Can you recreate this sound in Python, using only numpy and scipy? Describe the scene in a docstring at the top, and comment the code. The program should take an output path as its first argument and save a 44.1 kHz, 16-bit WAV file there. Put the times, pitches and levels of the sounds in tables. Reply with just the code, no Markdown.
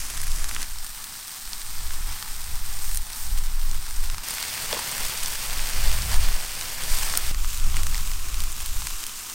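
"""Fat and juice boil on chickens roasting over charcoal outdoors, heard from four spots in turn.
The sizzle is hiss plus tiny crackling bursts, flickering octave by octave and coloured anew at each spot.
Louder pops are clicks with an echo and a noisy tail; one spatter of juice is rough, loosely pitched bursts.
Wind buffets the microphone: a low rumble and a faster flutter of shaped noise.
One soft low thump, a short smooth pulse, falls at the cut to the last spot."""
import sys
import numpy as np
from scipy import signal
from scipy.fft import rfft, irfft, next_fast_len
from scipy.io import wavfile
from scipy.ndimage import uniform_filter1d

SR = 44100
rng = np.random.default_rng(int(sys.argv[2]) if len(sys.argv) > 2 else 0)


def dump(signal):
    """Clip the signal to [-1, 1] and save it as 16-bit WAV at the path in sys.argv[1]."""
    limited = np.clip(np.atleast_2d(signal).T, -1, 1)
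    pcm = np.round(limited * 32767).astype(np.int16)
    wavfile.write(sys.argv[1], SR, pcm)


N = 411894

# When each spot begins, then the end: (time [s])
SPOT_TIMES = [0, .648, 4.233, 7.317, 9.35]
SNAP_HZ = [2500, 7000]   # the middle band, in which sizzle and snaps are levelled


def from_db(db):
    """Decibels to gain."""
    return 10 ** (np.asarray(db) / 20)


def rms_one(x):
    """Scaled to unit rms."""
    return x / np.sqrt(np.mean(x ** 2) + 1e-20)


def evened(x, size):
    """Divided by its own slow level, smoothed twice over size samples."""
    power = uniform_filter1d(uniform_filter1d(x ** 2, size=size), size=size)
    return x / np.sqrt(power)


def in_time(rows):
    """Curve columns at every sample."""
    s, *columns = np.transpose(rows)
    return [np.interp(np.arange(N) / SR, s, c) for c in columns]


def bin_hz(size):
    """Frequencies of an FFT of that size, kept at 1 Hz or above."""
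    return np.maximum(np.arange(size // 2 + 1) * SR / size, 1)


def coloured(x, spectrum):
    """Filtered to a spectrum drawn on a log-frequency axis."""
    size = next_fast_len(len(x))
    hz, db = np.transpose(spectrum)
    gain = from_db(np.interp(np.log(bin_hz(size)), np.log(hz), db))
    return irfft(rfft(x, size) * gain, size)[:len(x)]


def band(x, edges_hz):
    """Causal band-pass along the last axis."""
    return signal.sosfilt(signal.butter(2, edges_hz, "band", fs=SR, output="sos"), x)


def peak(x, hz, width_hz):
    """One resonance, gain 1 on top."""
    r, w = np.exp(-np.pi * width_hz / SR), 2 * np.pi * hz / SR
    return (1 - r * r) / 2 * signal.lfilter([1, 0, -1], [1, -2 * r * np.cos(w), r * r], x)


def drift(rate_hz):
    """Slow chance of spread 1: noise at every 40th sample through a double one-pole low-pass."""
    r = np.exp(-80 * np.pi * rate_hz / SR)
    noise = rng.standard_normal(N // 40 + 2002)
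    slow = signal.lfilter([1], [1, -2 * r, r * r], noise)[2000:]   # the filter has settled by then
    return np.interp(np.arange(N) / 40, np.arange(len(slow)), rms_one(slow))


def crackle(per_s, spread_db, tail_s):
    """Random bursts of uneven size, each a puff of noise that dies fast; rms 1."""
    born = rng.random(N) < per_s / SR
    sizes = from_db(spread_db * np.minimum(rng.exponential(1, N), 2.5))
    decay = np.exp(-1 / (tail_s * SR))
    envelope = signal.lfilter([1], [1, -decay], born * sizes + 1e-18)
    return rms_one(envelope * rng.standard_normal(N))


def puffs(t60, noisy, echo_s):
    """One row a burst: a click, its echo off a nearby surface and a noisy tail."""
    t = np.arange(2048) / SR
    tails = np.exp(-np.log(1000) * t / np.maximum(t60, .002)[:, None])
    noise = rng.standard_normal((len(t60), len(t)))
    # each burst lies at its own distance: half to twice the echo time
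    lags = (echo_s * SR * 2 ** np.tanh(noise[:, -1])).astype(int)
    rows = noisy * tails * noise
    rows[:, 0] -= 1
    rows[np.arange(len(t60)), lags] -= .6
    return rows


def laid_out(times, rows):
    """Each row placed at its moment."""
    out = np.zeros(N + rows.shape[1])
    for s, row in zip(times, rows):
        start = round(s * SR)
        out[start:start + len(row)] += row
    return out[:N]


def wind():
    """Slow pressure lumps on the microphone and a faster flutter, its level uneven within each gust."""
    # The gusts at the microphone: (time [s], buffeting level [dB], flutter level [dB])
    gusts = [(0.0, -24, -45), (0.08, -33.5, -45), (0.28, -18, -38.5), (0.57, -23.5, -40.5),
             (0.68, -30.5, -49), (0.76, -24.5, -49), (0.99, -40, -61), (1.38, -57, -62), (1.48, -30, -57),
             (1.6, -35, -62), (1.8, -21.5, -43), (2.13, -22.5, -45), (2.21, -46, -52), (2.31, -25.5, -49),
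             (2.46, -29, -46), (2.53, -21.5, -36), (2.73, -22, -44), (2.96, -17.5, -40), (3.13, -40, -55),
             (3.23, -25, -43), (3.33, -12.5, -34), (3.41, -19, -42), (3.61, -18.5, -43), (3.72, -15, -33),
             (3.87, -28, -50), (4.0, -16.5, -49), (4.14, -22, -41), (4.26, -44, -55), (4.58, -52, -50),
             (4.66, -31, -51), (4.9, -54, -53), (5.03, -22, -45), (5.14, -42, -48), (5.23, -25, -47),
             (5.44, -33, -44), (5.56, -20, -37), (5.7, -25, -44), (5.83, -14, -28), (5.93, -14, -31),
             (6.03, -31, -30), (6.19, -10.5, -27.5), (6.35, -17, -40), (6.47, -33.5, -49),
             (6.8, -32.5, -46), (6.89, -15, -42), (7.16, -26, -49), (7.27, -20, -39), (7.44, -17, -41),
             (7.54, -26, -45), (7.67, -12, -35.5), (7.8, -17.5, -29.5), (7.95, -16.5, -39),
             (8.03, -22, -37), (8.14, -20, -37), (8.27, -24.5, -39), (8.4, -16, -33), (8.56, -29.5, -43),
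             (8.76, -19.5, -42.5), (8.85, -32, -42), (8.96, -27, -52), (9.05, -35, -65), (9.34, -49, -56)]
    # Spectra of the rumble and of the flutter, before levelling: (frequency [Hz], relative level [dB])
    buffet_spectrum = [(2.9, -59), (5.0, 8), (21, 3.5), (30, -12.5), (55, -19.5), (72, -18), (120, -120)]
    flutter_spectrum = [(26, -30), (45, 5.5), (158, -15.5), (238, -28.5), (300, -42), (390, -66),
                        (660, -120)]
    buffet_db, flutter_db = in_time(gusts)
    buffet = evened(coloured(rng.standard_normal(N), buffet_spectrum), size=4000)
    flutter = evened(coloured(rng.standard_normal(N), flutter_spectrum), size=2500)
    eddies_db = 0.5 * drift(rate_hz=13)
    return from_db(buffet_db) * buffet + from_db(flutter_db + eddies_db) * flutter


def thump():
    """One soft low thump at the cut to the last spot: a quick swell and a slower swing back."""
    start_s, scale_db, corner_hz = 7.312, -22, 90
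    t = np.arange(N) / SR - start_s
    rise = np.clip(2 * np.pi * corner_hz * t, 0, 30)   # time constants since the start
    swell = np.e * rise * np.exp(-rise)
    return from_db(scale_db) * swell * (1 - 0.43 * rise)


def drips():
    """Juice spattering on the embers as large bubbles: rough bursts ringing loosely near their pitch."""
    # Bubbles of one spatter: (time [s], peak level [dB], nominal pitch [Hz], 60 dB decay of the tail [s])
    bubbles = [(4.712, -29, 960, .03), (4.727, -22, 540, 0.014), (4.729, -23, 1060, .018),
               (4.744, -28, 577, 0.042), (4.764, -32, 463, 0.032), (4.766, -27, 950, 0.03),
               (4.788, -26, 1050, 0.031)]
    s, peak_db, hz, t60 = np.transpose(bubbles)
    source = puffs(t60, noisy=0.26, echo_s=0.0015)
    rows = np.array([band(row, [f / 1.21, f * 1.1]) for row, f in zip(source, hz)])
    gain = from_db(peak_db) / np.abs(rows).max(axis=1)
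    return laid_out(s, rows * gain[:, None])


def spot_index():
    """Which spot the microphone is at, sample by sample."""
    return np.searchsorted(SPOT_TIMES[1:-1], np.arange(N) / SR, side="right")


def sizzle_db(axis=0):
    """One column of the sizzle's tables, at the current spot."""
    # The sizzle, one table a spot: (time [s], middle-band base level [dB], extra of the lower sizzle [dB])
    levels_by_spot = [
        [(0, -38.5, -1.5), (.3, -39, 1), (.648, -39.5, 3.5)],
        [(.648, -42.5, -2.5), (1.0, -42, -1), (1.4, -41.5, -3), (1.85, -40.5, 0.5), (2.4, -41.5, 0.5),
         (2.75, -40.5, 0), (3.05, -42.5, 0), (3.65, -42.5, 2.5), (3.9, -41, 0), (4.233, -43.5, 5.5)],
        [(4.233, -35, -6), (4.4, -35, -6), (4.85, -34.5, -1.5), (5.3, -34, -5.5), (5.6, -35, -3),
         (6.05, -35.5, -3), (6.45, -36.5, -2.5), (6.82, -36, -4), (7.1, -35, -3.5), (7.317, -34.5, -4.5)],
        [(7.317, -43, 7), (7.55, -37.5, 0.5), (7.7, -40.5, 5.5), (7.95, -38, 3.5), (8.25, -40.5, 4),
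         (8.45, -40.5, 3.5), (8.75, -39, 1.5), (9.0, -38.5, 1), (9.34, -40.5, 2)],
    ]
    return np.choose(spot_index(), [in_time(rows)[axis] for rows in levels_by_spot])


def small_pops():
    """Rows for the fainter pops, falling at random, their strength riding on the sizzle."""
    # Rows: snap over the sizzle, body over the snap, spit over the snap: (centre [dB], spread [dB])
    offsets = [(1, 0), (-6, 5), (-3.5, 6.5)]
    count = 55
    centre_db, spread_db = np.transpose(offsets)
    s = rng.uniform(0, N / SR, count)
    chance = np.clip(rng.standard_normal((count, 3)), -2, 1.5)
    levels = centre_db + spread_db * chance
    levels[:, 0] += sizzle_db()[(s * SR).astype(int)]
    return np.column_stack([s, levels])


def pops():
    """Pockets of steam burst in a low body, a snap and a bright spit, each levelled over its first 3 ms."""
    # Louder pops of fat and charcoal:
    # (time [s], snap level [dB], body over the snap [dB], spit over the snap [dB])
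    loud_pops = [(0.101, -30, -13, -10), (0.176, -30.5, -7, -12), (0.2158, -36, -8, 6),
                 (0.237, -38.5, -4, 7), (0.317, -31, -19, -7), (0.443, -27, -6.5, -9),
                 (0.4914, -32.5, -6, -2), (0.512, -38.5, 8.5, 2), (0.5482, -29, -20, -8),
                 (0.5641, -38.5, 11.5, -4), (0.6192, -32.5, -12, 0), (0.6288, -27, -16, -17),
                 (0.786, -35.5, -18, -8), (0.8456, -40, -2, 4), (0.865, -36.5, -15, 0),
                 (1.0414, -34, -8, -1), (1.5321, -26.5, -16, -21), (1.6167, -31.5, -9, -21),
                 (1.9073, -39, 4, -22), (2.226, -30.5, -2.5, -17), (2.442, -35, -31, -4),
                 (2.5624, -48, -13, -6), (2.915, -38, -2, 5), (2.9467, -37, -4, 10), (2.958, -41.5, 0, 14),
                 (2.9726, -30, -18, 8), (3.132, -32.5, -16, -11), (3.3859, -37, -15, -1),
                 (3.615, -37, -19, -16), (3.7132, -31.5, -28, -13), (4.0996, -30, -5, -23),
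                 (4.1454, -34.5, -1, -16), (4.182, -32, 0, -12), (4.2853, -34, -9, 7), (4.349, -36, -10, 5),
                 (4.3824, -33, 3, -5), (4.439, -39, 8, -5), (4.7282, -23.5, -6, -19), (4.7916, -33, -3, 3),
                 (5.064, -33, -11, 1), (5.175, -29, -17, -10), (5.2032, -35, -13, -9),
                 (5.2322, -28.5, -38, -5), (5.2594, -24, -18, -10), (5.498, -32, -1, -8),
                 (5.5937, -42.5, 13.5, -5), (5.7343, -30, -13, -16), (6.021, -27.5, -21, -9),
                 (6.1419, -26, -3, -11), (6.2864, -35, 4, -11), (6.6113, -29, -4, -6),
                 (6.987, -30, -10, -5), (7.0315, -29, 0, -2), (7.1385, -32, 7, -3), (7.1532, -28, -7, -9),
                 (7.1737, -22, -9, 7), (7.3464, -32, -2.5, -21), (7.4459, -35.5, 3.5, -12),
                 (7.545, -37, -16, -3), (7.743, -41, 9, -4), (7.768, -27, -1.5, -5), (7.8331, -30, -11, -3),
                 (7.8682, -28, -3, -7), (7.9455, -30.5, -0.5, -7), (7.9789, -32, -5, -6),
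                 (8.0745, -34.5, -6, -2), (8.1157, -34.5, 0.5, -3), (8.3432, -32, -5, -8),
                 (8.4039, -29.5, -19, -3), (8.4377, -34.5, -3, 3), (8.5188, -44, -10, 12),
                 (8.5649, -39, -8, 1), (8.6042, -44, 8, 2), (8.6603, -30.5, -18, 1),
                 (8.8203, -36, 3.5, -10), (8.8705, -24.5, -7, -14), (9.0389, -29.5, -9, -2),
                 (9.0662, -29.5, -21, -2)]
    s, snap_db, body_db, spit_db = np.vstack([loud_pops, small_pops()]).T
    t60 = .0095 * from_db(.25 * (snap_db + 30))   # bigger pockets of steam hiss out longer
    dry_puffs = puffs(t60, noisy=.33, echo_s=.0004)
    # two resonances of the microphone colour the pops, the upper one broader
    source = (dry_puffs + from_db(10.5) * peak(dry_puffs, hz=9030, width_hz=1140)
              + from_db(-1) * peak(dry_puffs, hz=14300, width_hz=2700))
    rows = 0
    for range_hz, over_snap_db in [([750, 2500], body_db), (SNAP_HZ, 0 * s), ([7000, 17000], spit_db)]:
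        part = band(source, np.multiply(range_hz, [1.25, .95]))   # narrowed: the parts stay distinct
        early = np.sqrt(np.mean(part[:, :130] ** 2, axis=1))
        gain = from_db(snap_db + over_snap_db) / early
        rows = part * gain[:, None] - rows   # signs alternate, so the bands join
    return laid_out(s, rows)


def flares():
    """Pockets of fat flare up, swelling and fading smoothly: gain and extra of the top fizz, dB."""
    # Flares, summed where they overlap:
    # (peak time [s], swell [s], fade [s], gain [dB], extra of the top fizz [dB])
    fat_pockets = [(.6, 0.056, 0.064, 2.5, -2), (2.1, .06, 0.16, 2, -1.5), (2.96, 0.23, 0.024, 0.5, 5),
                   (3.18, 0.076, 0.17, 2.5, 3.5), (3.43, 0.035, 0.061, 1.5, -0.5),
                   (4.74, .06, 0.06, 2.5, -2), (5.0, 0.1, 0.14, 0.5, 1.5), (5.86, 0.15, 0.14, 2.5, -1),
                   (6.134, 0.05, 0.039, 4.5, -2), (6.24, .04, 0.029, 4.5, -1.5),
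                   (6.92, 0.073, 0.27, 2.5, 2.5), (7.78, 0.041, 0.052, 4, -3.5), (8.35, 0.04, 0.031, 1, -2)]
    t = np.arange(0, N + 64, 64) / SR
    s, swell, fade, db, top_db = np.transpose(fat_pockets)[:, :, None]
    shape = np.exp(-2 * ((t - s) / np.where(t < s, swell, fade)) ** 2)
    gain_db, bright_db = (db * shape).sum(axis=0), (top_db * shape).sum(axis=0)
    return in_time(np.transpose([t, gain_db, bright_db]))


def bubbling(low_db, top_db):
    """Hiss plus crackles; each octave has bursts of its own and flickers partly alone."""
    size = next_fast_len(N)
    octave = np.clip(np.log2(bin_hz(size) / 500), 0, 5)   # octaves above 500 Hz
    common = rng.standard_normal(N) + from_db(-4.5) * crackle(500, spread_db=3.5, tail_s=0.00046)
    together, out = drift(33), np.zeros(N)
    for k in range(6):
        share = np.clip(1 - abs(octave - k), 0, 1)   # neighbouring octaves crossfade
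        source = common + from_db(-9.5) * crackle(150, spread_db=3.0, tail_s=0.0012)
        # the lower extra fades out by 4 kHz; the top extra lifts the two highest octaves
        tilt_db = low_db * max(1 - k / 3, 0) + top_db * (k > 3)
        flicker_db = 0.54 * together + 0.52 * drift(16)
        part = irfft(rfft(source, size) * share, size)[:N]
        out += from_db(tilt_db + flicker_db) * part
    return out


def sizzle():
    """Boiling fat and juice: the bubbling, coloured at each spot and levelled by its middle band."""
    # Colour of the sizzle, one table a spot, before levelling: (frequency [Hz], relative level [dB])
    colours = [
        [(140, -14), (240, -2), (262, -3.5), (306, -7.5), (554, -11), (637, -7), (1080, -0.5), (1780, -0.5),
         (3980, -3), (4990, 0.5), (9190, 0), (15500, -8.5)],
        [(180, -4.5), (300, -8.5), (543, -15.5), (808, -3), (1110, -2.5), (1590, -3), (2830, -5.5), (5210, -2),
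         (6900, -5.5), (8840, 0), (9930, -5.5), (11100, -11), (13600, -4), (15500, -9)],
        [(140, 0), (240, -3.5), (301, -7), (935, 0), (1210, -1.5), (1780, -0.5), (3520, -2.5), (3910, -5),
         (4490, -1.5), (7200, -6), (8720, -2.5), (10700, -10), (14200, -8), (15500, -10.5)],
        [(180, -5), (300, -4.5), (562, -12), (731, -5.5), (835, -4), (1160, 2.5), (1870, -3), (2650, 1.5),
         (3690, 0.5), (6050, 0), (8990, -1.5), (10600, -7), (14500, -5.5), (15500, -9)],
    ]
    # Extra of the top fizz at each spot: (level [dB])
    fizz_by_spot = [.5, .8, 1.5, 4.5]
    flare_db, bright_db = flares()
    # lower sizzle wanders most by chance, overall level and top fizz by a share of that
    wander_db, wander_hz = .7, 9
    level_db = sizzle_db() + flare_db + wander_db * 0.46 * drift(wander_hz)
    low_db = sizzle_db(axis=1) + wander_db * drift(wander_hz)
    top_db = np.array(fizz_by_spot)[spot_index()] + bright_db + wander_db * 0.32 * drift(wander_hz)
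    out = bubbling(low_db, top_db)
    edges = np.minimum(np.round(np.array(SPOT_TIMES) * SR).astype(int), N)
    spots = []
    for a, b, colour in zip(edges, edges[1:], colours):
        x = coloured(out[a:b], colour)
        spots.append(x / np.std(band(x, SNAP_HZ)))
    return from_db(level_db) * np.concatenate(spots)


def scene():
    """Wind, thump, drips, pops and sizzle at one microphone."""
    return (wind() + thump() + drips() + pops() + sizzle())[None]


def record(dry):
    """The top is cut steeply above 15.85 kHz."""
    return signal.sosfilt(signal.ellip(12, .5, 75, 15850, fs=SR, output="sos"), dry)


dry = scene()
out = record(dry)
dump(out)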